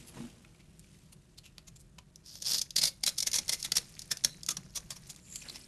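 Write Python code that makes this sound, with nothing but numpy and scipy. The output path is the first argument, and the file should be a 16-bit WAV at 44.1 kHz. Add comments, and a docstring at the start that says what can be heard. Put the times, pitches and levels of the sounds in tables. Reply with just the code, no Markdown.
"""A blade is pushed through a dry, cross-scored bar of soap: a fine stick-slip scrape, then crunches
as rows of cubes snap off, built from avalanches of tiny fractures coloured by bar, edge and pieces.
Skin noise, light knocks and damped low bumps come before the cut; a few bumps and knocks return late.
At the end the blade swishes back as hiss in its high modes, and crumbs trickle down as short ticks.
Low filtered room noise lies under it all."""
import sys
import numpy as np
from scipy import signal
from scipy.fft import rfft, irfft
from scipy.io import wavfile

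SR = 44100
rng = np.random.default_rng(int(sys.argv[2]) if len(sys.argv) > 2 else 0)


def master_out(mix):
    """Clip the mix to full scale and print it as 16-bit PCM to the path in sys.argv[1]."""
    frames = np.transpose(np.atleast_2d(mix))
    ceiling = np.clip(frames, -1, 1)
    pcm = np.round(ceiling * 32767).astype(np.int16)
    wavfile.write(sys.argv[1], SR, pcm)


N = 250047
TIME = np.arange(N) / SR
FFT_SIZE = 4096
BIN_HZ = np.fft.rfftfreq(FFT_SIZE, 1 / SR)

# Event and curve levels are nominal: some layers carry a further trim.
# Skin sliding on the whole bar. Each row: time in seconds, hiss level in dB, body level in dB.
RUB_BEFORE = [(0, -60, -60), (.11, -67, -55.5), (.2, -59, -49.5), (.38, -70.5, -63.5), (.68, -74, -72),
              (.93, -69, -78), (1.15, -74.5, -74.5), (2.25, -78, -84)]
# Skin sliding on the cut bar. Each row: time in seconds, grit level in dB, body level in dB.
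RUB_AFTER = [(5.18, -74, -80), (5.3, -62, -67.5), (5.52, -56.5, -59), (5.67, -63, -62.5)]
# Nails, blade and crumbs knocking on the bar. Each row: middle in seconds, level in dB,
# length in seconds, ring in Hz, body boost in dB.
TAPS = [(0.082, -51, 0.029, 10800, 12), (0.175, -54, 0.017, 980, 46), (.448, -51, 0.0028, 2430, 29),
        (0.549, -61.5, 0.0045, 2400, 28), (0.602, -61.5, 0.019, 2240, 18), (0.795, -49, .0044, 8900, -8),
        (.844, -59, 0.0036, 2250, 19), (1.128, -51, 0.0097, 9400, 16), (1.384, -46, 0.0085, 4400, 6.5),
        (1.454, -53.5, 0.026, 2680, 8), (1.5817, -41.5, 0.0018, 4450, 23), (1.582, -48, .0038, 1230, 13),
        (1.681, -48.5, 0.011, 6640, 14), (1.7626, -51, 0.0065, 7300, 6), (1.805, -56.5, 0.017, 8660, -15),
        (1.9866, -45, 0.0049, 970, 17.5), (2.159, -44, 0.0034, 5830, -12), (5.359, -32, 0.0043, 7260, 5.5),
        (5.4205, -45, 0.0055, 2480, 11), (5.46, -54.5, 0.025, 1700, 29), (5.497, -39.5, 0.0042, 4320, 16.5),
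        (5.557, -43, 0.017, 5300, 16.5)]
# Soft bumps of hand and bar. Each row: start in seconds, level in dB, pitch in Hz,
# scuff rms as a share of the swing's peak.
THUMPS = [(.17, -43.5, 304, 0.99), (0.185, -41, 125, 0.31), (.202, -32.5, 232, 0.17),
          (.237, -36.5, 249, 0.3), (4.581, -43.5, 175, 0.46), (4.648, -44.5, 173, 0.15),
          (4.849, -45, 165, 0.079)]
# The edge's first long bite into the bar. Each row: time in seconds, level in dB.
BITE = [(2.23, -80), (2.262, -52), (2.41, -55), (2.445, -44), (2.468, -32.5), (2.54, -28), (2.575, -35.5),
        (2.605, -54)]
# Rows of cubes snapping off. Each row: middle in seconds, level in dB,
# length in seconds (played as 1 ms at least), body boost in dB.
CRUNCHES = [(2.355, -41.5, 0.0024, 9), (2.4235, -35, 0.0062, -3), (2.5834, -27.5, 0.005, -11),
            (2.5927, -29.5, .004, -16), (2.617, -26, 0.0057, -3), (2.707, -35, 0.0023, -10),
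            (2.764, -21.5, 0.0062, -2), (2.785, -24.5, 0.012, -0.5), (2.82, -26.5, 0.0097, 3),
            (2.8375, -21.5, 0.01, 3.5), (2.8554, -23, 0.0064, -6), (2.875, -28.5, .014, -0.5),
            (3.0373, -24, 0.0052, 1), (3.0647, -23, 0.0052, -4.5), (3.0767, -22.5, 0.0069, 1.5),
            (3.0913, -30, 0.0079, -2), (3.185, -27, 0.0078, -8.5), (3.205, -25, 0.0043, -12),
            (3.228, -26.5, 0.0065, -2.5), (3.273, -24.5, 0.0084, 3), (3.3162, -31.5, 0.0035, -15),
            (3.3328, -25.5, 0.0037, -6), (3.3424, -25.5, 0.0055, 1.5), (3.359, -26.5, 0.018, 1),
            (3.387, -24, 0.0052, 2.5), (3.481, -28.5, 0.00079, -12), (3.495, -23.5, 0.0065, 1),
            (3.5315, -27.5, 0.017, 2), (3.603, -44.5, 0.022, -6), (3.628, -28.5, 0.0024, -24),
            (3.65, -31.5, 0.011, 2.5), (3.661, -37, 0.0024, 7), (3.72, -20.5, 0.0033, -1.5),
            (3.758, -28, 0.0058, 1), (3.7696, -19.5, 0.0063, 0), (3.7823, -25.5, 0.0037, -1.5),
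            (3.9931, -33, 0.0021, -17), (4.02, -41, 0.0049, -5), (4.1172, -25.5, 0.0088, 5),
            (4.1715, -36, .0025, 1), (4.2395, -29, 0.003, -4), (4.2481, -17, 0.0044, -1.5),
            (4.4333, -34.5, 0.002, -22), (4.464, -31, 0.00079, -19), (4.4889, -23.5, 0.0048, 6),
            (4.5093, -31.5, 0.012, 2.5), (4.57, -32, 0.0041, 5), (4.7622, -33, 0.011, 0),
            (4.775, -34.5, 0.0073, 6.5), (4.9065, -33.5, 0.0043, 3), (4.918, -43.5, 0.016, 11),
            (4.966, -47.5, 0.011, 9), (5.102, -41.5, 0.013, 1), (5.162, -45, 0.0018, -3)]
# How the resonances drift as the blade travels. Each row: time in seconds, bar ring in Hz,
# bar ring in dB, edge ring in dB, usual ring of the pieces in Hz.
TRAVEL = [(2.5, 2160, -3, 3.5, 5560), (2.85, 2180, 7, 6, 4570), (3.15, 2220, 8, -3, 4900),
          (4.2, 1730, 12.5, -1.5, 5800), (4.6, 1086, 9, -1.5, 5940)]
# The blade dragging on among loose crumbs. 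Each row: time in seconds, level in dB.
SCRAPE = [(2.6, -53), (2.7, -66.5), (3.0, -61), (3.15, -56), (3.55, -49), (4.0, -54), (4.7, -59.5),
          (5.1, -53.5), (5.2, -59.5)]

# Colours of skin hiss, skin body, room rumble, knocks, snaps and the dragging blade.
# Each row: frequency in Hz, relative level in dB.
SKIN_HISS = [(900, -14.5), (2400, 3), (4500, 1.5), (7000, 1.5), (9000, 0.5), (12000, -4.5)]
SKIN_BODY = [(80, -4.5), (230, 12), (500, -2), (1000, -5.5), (1600, -9.5), (3000, -11), (8000, -41)]
RUMBLE = [(12, -35), (20, -6), (43, 1), (96, -5), (151, 1), (206, -5.5), (225, -15), (380, -14.5),
          (464, -27), (517, -17.5), (566, -31), (619, -18), (677, -28), (990, -29), (1500, -30.5),
          (1950, -32.5), (3300, -120)]
KNOCK = [(100, -81), (500, -18), (1100, -16.5), (1700, -18), (2500, -6), (4300, 0.5), (6000, -0.5),
         (7200, 0), (8500, -6), (12000, -4.5)]
SNAP = [(60, -29.5), (170, -9.5), (350, -22.5), (700, -16), (1200, -19.5), (2000, -13), (2900, -10),
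        (4400, -3.5), (5500, 1.5), (6600, -1.5), (8000, -7), (9900, -4), (10600, -12), (11900, -7.5)]
DRAG = [(150, 9), (400, -1.5), (1200, -5), (2200, 1.5), (3200, -1), (5000, 3.5), (6500, 4.5), (8000, -2),
        (10000, 1.5), (10600, -9), (11900, -3)]
# Steady resonances of the bar, then of the swishing blade.
# Each row: frequency in Hz, width in Hz, height in dB.
BAR_MODES = [(3447, 390, 6), (4340, 440, 4), (6040, 300, -1.5), (6640, 370, 1.5)]
SWISH_MODES = [(7030, 690, -7), (7500, 260, -5), (10000, 700, -17), (11400, 600, -19)]
# Response of the highest treble. Each row: frequency in Hz, gain in dB.
TREBLE_RESPONSE = [(11900, 0), (12150, -5), (12400, -35), (13200, -23), (14200, -35), (14600, -51)]
BAND_LIMIT_HZ = 14982

# The higher a knock rings, the more fizz it has.
TAP_USUAL_HZ, TAP_FIZZ_DB, TAP_FIZZ_DB_PER_OCTAVE = 4400, 1.2, 2.5
THUMP_T60_S = 0.077
# The edge sings in the bite, this far below the bite curve.
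SING_DB = -18
# The blade quivers when it jumps free.
QUIVER_S, QUIVER_DB, QUIVER_T60_S = 4.25, -49, 0.41
# The longer a crunch, the more fizz and ring it has; each piece rings a little off the usual pitch.
USUAL_LENGTH_S, PITCH_SCATTER_OCTAVES = 0.0064, 0.18
FIZZ_DB, FIZZ_DB_PER_DOUBLING = 1.9, 2
RING_DB, RING_DB_PER_DOUBLING = 7.5, 0.5
# The bar's lower resonance follows the upper one.
LOW_MODE_SHARE_OF_PITCH, LOW_RING_DB = 0.247, 6.5
# Every crunch sheds crumbs that rustle on: level against the crunch, decay to 1/e.
SHED_DB, SHED_S = -25, 0.02
# The flat of the blade slides back over the cut face, swelling and fading around one moment.
SWISH_S, SWISH_DB, SWISH_RISE_DB_PER_S, SWISH_FALL_DB_PER_S = 5.35, -47.5, 163, 170


def amp(db):
    """Decibels to gain."""
    return 10 ** (np.asarray(db) / 20)


def unit(x):
    """Scales to rms 1."""
    return x / np.sqrt(np.mean(x ** 2) + 1e-20)


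def read(points, hz):
    """A colour in dB, joined on a log-frequency axis."""
    f, db = np.transpose(points)
    return np.interp(np.log(hz + 1), np.log(f + 1), db)


def level(rows, axis=1):
    """One dB column of a curve as a gain, practically silent outside its span."""
    rows = np.asarray(rows)
    return amp(np.interp(TIME, rows[:, 0], rows[:, axis], left=-140, right=-140))


def peak(hz, width):
    """A resonance of height 1."""
    return 1 / (1 + (2 * (BIN_HZ - hz) / width) ** 2)


def add(mix, s, sound):
    """Mixes a sound in at time s."""
    part = mix[max(round(s * SR), 0):][:len(sound)]
    part += sound[:len(part)]


def ring(x, db):
    """Passes x through a causal, minimum-phase body with the given dB response."""
    cepstrum = irfft(np.maximum(db, -100) * np.log(10) / 20)
    # folding the cepstrum forward puts all the ringing after the strike
    cepstrum[1:FFT_SIZE // 2] *= 2
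    cepstrum[FFT_SIZE // 2 + 1:] = 0
    response = irfft(np.exp(rfft(cepstrum)))
    return signal.fftconvolve(x, response)[:len(x)]


def grains(size, per_s, spread_db, hiss):
    """Tiny fractures of uneven strength over a fine hiss, rms 1."""
    chance, strength = rng.random(size), rng.exponential(1, size)
    fine = rng.standard_normal(size)
    clicks = (chance < per_s / SR) * np.sign(fine) * amp(spread_db * np.minimum(strength, 4))
    return unit(unit(clicks) + hiss * fine)


def crumbs(per_s, spread_db, hiss, decay_s, size=200):
    """Loose specks, each ticking for a moment at its own pitch, over a fine hiss; rms 1."""
    chance, pitch = rng.random(N), rng.uniform(600, 12500, N)
    strength = rng.exponential(1, N)
    at, n = np.flatnonzero(chance < per_s / SR), np.arange(size)
    ticks = np.sin(2 * np.pi * pitch[at, None] * n / SR) * np.exp(-n / SR / decay_s)
    ticks *= amp(spread_db * np.minimum(strength[at, None], 4))
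    out = np.bincount((at[:, None] + n).ravel(), ticks.ravel(), N)[:N]
    return unit(unit(out) + hiss * rng.standard_normal(N))


def grip(depth_db, rate_hz):
    """The uneven catch and release of a sliding contact, as a slow random gain."""
    hz = np.fft.rfftfreq(N, 1 / SR)
    slow = irfft(rfft(rng.standard_normal(N)) / (1 + (hz / rate_hz) ** 4), N)
    return amp(depth_db * unit(slow))


def burst(row, colour, per_s, spread_db, skirt_db, skirt_s, ring_db, ring_share):
    """An avalanche of fractures that swells, breaks, and leaves a few stragglers."""
    s, db, length, body_db, fizz_db, ring_hz = row
    t = np.arange(FFT_SIZE) / SR - .02  # zero is the middle of the burst
    length = max(length, .001)
    rise = length * np.clip(length / 0.012, .3, .62)  # the shorter the snap, the more abrupt its start
    avalanche = np.exp(-abs(t / np.where(t < 0, rise, 0.89 * length)) ** 1.4)
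    stragglers = amp(skirt_db) * np.exp(-abs(t) / np.where(t < 0, .5 * rise, skirt_s))
    body = body_db / (1 + (BIN_HZ / 2700) ** 4)
    fizz = fizz_db / (1 + (7600 / (BIN_HZ + 1)) ** 8)
    piece = ring_db * peak(ring_hz, ring_share * ring_hz)
    fractures = grains(FFT_SIZE, per_s, spread_db, hiss=0.038) * (avalanche + stragglers)
    sound = ring(fractures, colour + body + fizz + piece)
    # the level holds as if all the energy fell within the length
    return s + t[0], amp(db) * sound * np.sqrt(length * SR / np.sum(sound ** 2))


def rubbing():
    """Skin slides on the whole bar; on the cut bar it rolls gritty crumbs over a low skin body."""
    smooth = unit(ring(rng.standard_normal(N), read(SKIN_HISS, BIN_HZ)))
    specks = crumbs(per_s=2400, spread_db=3.0, hiss=1.0, decay_s=0.002)
    gritty = unit(ring(specks, read(SKIN_HISS, BIN_HZ)))
    body = unit(ring(grains(N, per_s=580, spread_db=3.0, hiss=0.38), read(SKIN_BODY, BIN_HZ)))
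    before = amp(1.0) * level(RUB_BEFORE, axis=1) * (smooth + 0.88 * gritty)
    after = amp(2.5) * level(RUB_AFTER, axis=1) * gritty
    low = amp(-3.5) * (level(RUB_BEFORE, axis=2) + level(RUB_AFTER, axis=2)) * body
    return (before + after + low) * grip(depth_db=1.5, rate_hz=120)


def rumble():
    """Low room noise, a little stronger late in the cut while the hands strain."""
    hz = np.fft.rfftfreq(N, 1 / SR)
    colour = amp(read(RUMBLE, hz)) / np.sqrt(1 + (33 / (hz + 1)) ** 8)  # steep low cut at 33 Hz
    noise = unit(irfft(rfft(rng.standard_normal(N)) * colour, N))
    return noise * level([(0, -58.5), (2.3, -60), (2.8, -59.5), (4.6, -56.5), (5.7, -59.5)])


def taps():
    """Light knocks on the bar, each a short burst with its own ring: the higher it is, the more fizz."""
    out = np.zeros(N)
    colour = read(KNOCK, BIN_HZ)
    for s, db, length, ring_hz, body_db in TAPS:
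        octaves = np.log2(ring_hz / TAP_USUAL_HZ)
        fizz_db = TAP_FIZZ_DB + TAP_FIZZ_DB_PER_OCTAVE * octaves
        row = s, db, length, body_db, fizz_db, ring_hz
        add(out, *burst(row, colour, per_s=3200, spread_db=4.5, skirt_db=-21.5, skirt_s=0.021,
                        ring_db=11, ring_share=0.25))
    return amp(-.5) * out


def thumps():
    """A damped low swing with a short scuff of skin."""
    out, t = np.zeros(N), np.arange(SR // 4) / SR
    for s, db, hz, share in THUMPS:
        scuff = unit(ring(rng.standard_normal(len(t)), read(SKIN_BODY, BIN_HZ)))
        envelope = amp(db - 60 * t / THUMP_T60_S) * (1 - np.exp(-t / 0.0013))
        add(out, s, envelope * (np.sin(2 * np.pi * hz * t) + share * scuff))
    return out


def travel(s):
    """Bar ring (Hz, dB), edge ring (dB) and piece pitch (Hz) for the cut as far as time s."""
    when, *columns = np.transpose(TRAVEL)
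    return [np.interp(s, when, column) for column in columns]


def travel_colour(s):
    """Resonances of bar and edge in dB when the cut has come as far as time s."""
    bar_hz, bar_db, edge_db, _ = travel(s)
    steady = sum(db * peak(hz, width) for hz, width, db in BAR_MODES)
    upper = bar_db * peak(bar_hz, width=330)
    lower = LOW_RING_DB * peak(LOW_MODE_SHARE_OF_PITCH * bar_hz, width=68)
    return steady + upper + lower + edge_db * peak(hz=4890, width=750)


def slips(per_s, unevenness, spread_db, decay_s, held):
    """Stick and slip as a gain of rms 1: the edge jumps at uneven intervals and scrapes on in between."""
    gaps, strength = rng.standard_normal((2, 2000))
    at = (np.cumsum(np.exp(unevenness * gaps)) / per_s * SR).astype(int)
    sizes = amp(spread_db * np.clip(strength, -2, 2))
    jumps = np.bincount(at[at < N], sizes[at < N], N)
    dying = signal.lfilter([1], [1, -np.exp(-1 / (decay_s * SR))], jumps)
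    return unit(held + dying)


def bite():
    """The edge sticks and slips as it first bites, crushing fine grains."""
    edge = read(SNAP, BIN_HZ) + travel_colour(TRAVEL[0][0]) + 5 * peak(hz=5000, width=1100)
    crush = unit(ring(crumbs(per_s=4000, spread_db=2, hiss=1.0, decay_s=0.00038), edge))
    stick_slip = slips(per_s=115, unevenness=.28, spread_db=2.0, decay_s=0.0056, held=0.23)
    return amp(0.26) * level(BITE) * stick_slip * crush


def blade():
    """The thin steel sings at the first bite and quivers after the biggest snap: noise in narrow modes."""
    sing = unit(ring(rng.standard_normal(N), 20 * np.log10(peak(hz=11850, width=54))))
    quiver = unit(ring(rng.standard_normal(N), 20 * np.log10(peak(hz=4060, width=420))))
    dying = (TIME > QUIVER_S) * amp(QUIVER_DB - 60 * abs(TIME - QUIVER_S) / QUIVER_T60_S)
    return amp(SING_DB) * level(BITE) * sing + dying * quiver


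def crunches():
    """Each row of cubes breaks away in one short avalanche and knocks the bar at a new spot."""
    out = np.zeros(N)
    for s, db, length, body_db in CRUNCHES:
        knock = 7 * peak(500 * 4 ** rng.random(), width=91)  # a dull note somewhere within two octaves
        colour = read(SNAP, BIN_HZ) + travel_colour(s) + knock
        doublings = np.log2(length / USUAL_LENGTH_S)
        piece_hz = travel(s)[-1] * 2 ** (PITCH_SCATTER_OCTAVES * rng.standard_normal())
        fizz_db = FIZZ_DB + FIZZ_DB_PER_DOUBLING * doublings
        ring_db = RING_DB + RING_DB_PER_DOUBLING * doublings
        row = s, db, length, body_db, fizz_db, piece_hz
        add(out, *burst(row, colour, per_s=6500, spread_db=2.5, skirt_db=-15.5, skirt_s=0.011,
                        ring_db=ring_db, ring_share=0.19))
    return amp(1.01) * out


def scrape():
    """Deeper in, the blade drags among loose crumbs, most of all just after a crunch."""
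    specks = crumbs(per_s=2000, spread_db=6.0, hiss=1.0, decay_s=0.00045)
    drag = unit(ring(specks, read(DRAG, BIN_HZ)))
    shed_power = np.zeros(N)
    for s, db, *_ in CRUNCHES:
        rustle = amp(db + SHED_DB) * np.exp(-abs(TIME - s) / SHED_S)
        shed_power += (TIME > s) * rustle ** 2
    loudness = np.hypot(amp(-4) * level(SCRAPE), np.sqrt(shed_power))
    return loudness * grip(depth_db=1.5, rate_hz=79) * drag


def trickle():
    """Larger crumbs drop off the bar in sparse ticks as the blade lifts away."""
    specks = crumbs(per_s=120, spread_db=5.5, hiss=.05, decay_s=0.0021)
    drops = unit(ring(specks, read(KNOCK, BIN_HZ)))
    return amp(-0.3) * level(RUB_AFTER, axis=1) * drops


def swell(s, db, rise_db_per_s, fall_db_per_s):
    """A gain that climbs to its top at time s and dies away."""
    return amp(db - np.maximum((s - TIME) * rise_db_per_s, (TIME - s) * fall_db_per_s))


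def swish():
    """The flat of the blade hisses in its high modes."""
    modes = sum(amp(db) * peak(hz, width) for hz, width, db in SWISH_MODES)
    stroke = swell(SWISH_S, SWISH_DB, SWISH_RISE_DB_PER_S, SWISH_FALL_DB_PER_S)
    return stroke * unit(ring(rng.standard_normal(N), 20 * np.log10(modes)))


def room(x, t60, wet_db):
    """A short, faint and slightly dull tail from the table and walls; wet_db is set before its colour."""
    t = np.arange(SR // 2) / SR
    tail = grains(len(t), per_s=1700, spread_db=2.0, hiss=0.16) * amp(-60 * t / t60) * (t > .004)
    colour = read([(300, 12.5), (2200, 5.5), (5500, -2.5), (11000, 1.0)], BIN_HZ)
    tail = ring(tail / np.linalg.norm(tail), colour)
    return x + amp(wet_db) * signal.fftconvolve(x, tail)[:N]


def scene():
    """All sources close by with their short tail, over the rumble."""
    handling = rubbing() + taps() + thumps()
    cutting = bite() + blade() + crunches() + scrape()
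    ending = trickle() + swish()
    return (room(handling + cutting + ending, t60=0.21, wet_db=-17.5) + rumble())[None]


def record(dry):
    """The highest treble falls away unevenly, then stops at the band limit."""
    hz = np.fft.rfftfreq(N, 1 / SR)
    dull = irfft(rfft(dry) * amp(read(TREBLE_RESPONSE, hz)), N)
    lowpass = signal.firwin(511, BAND_LIMIT_HZ, window=("kaiser", 9), fs=SR)
    return signal.oaconvolve(dull, lowpass[None], "same")


dry = scene()
out = record(dry)
master_out(out)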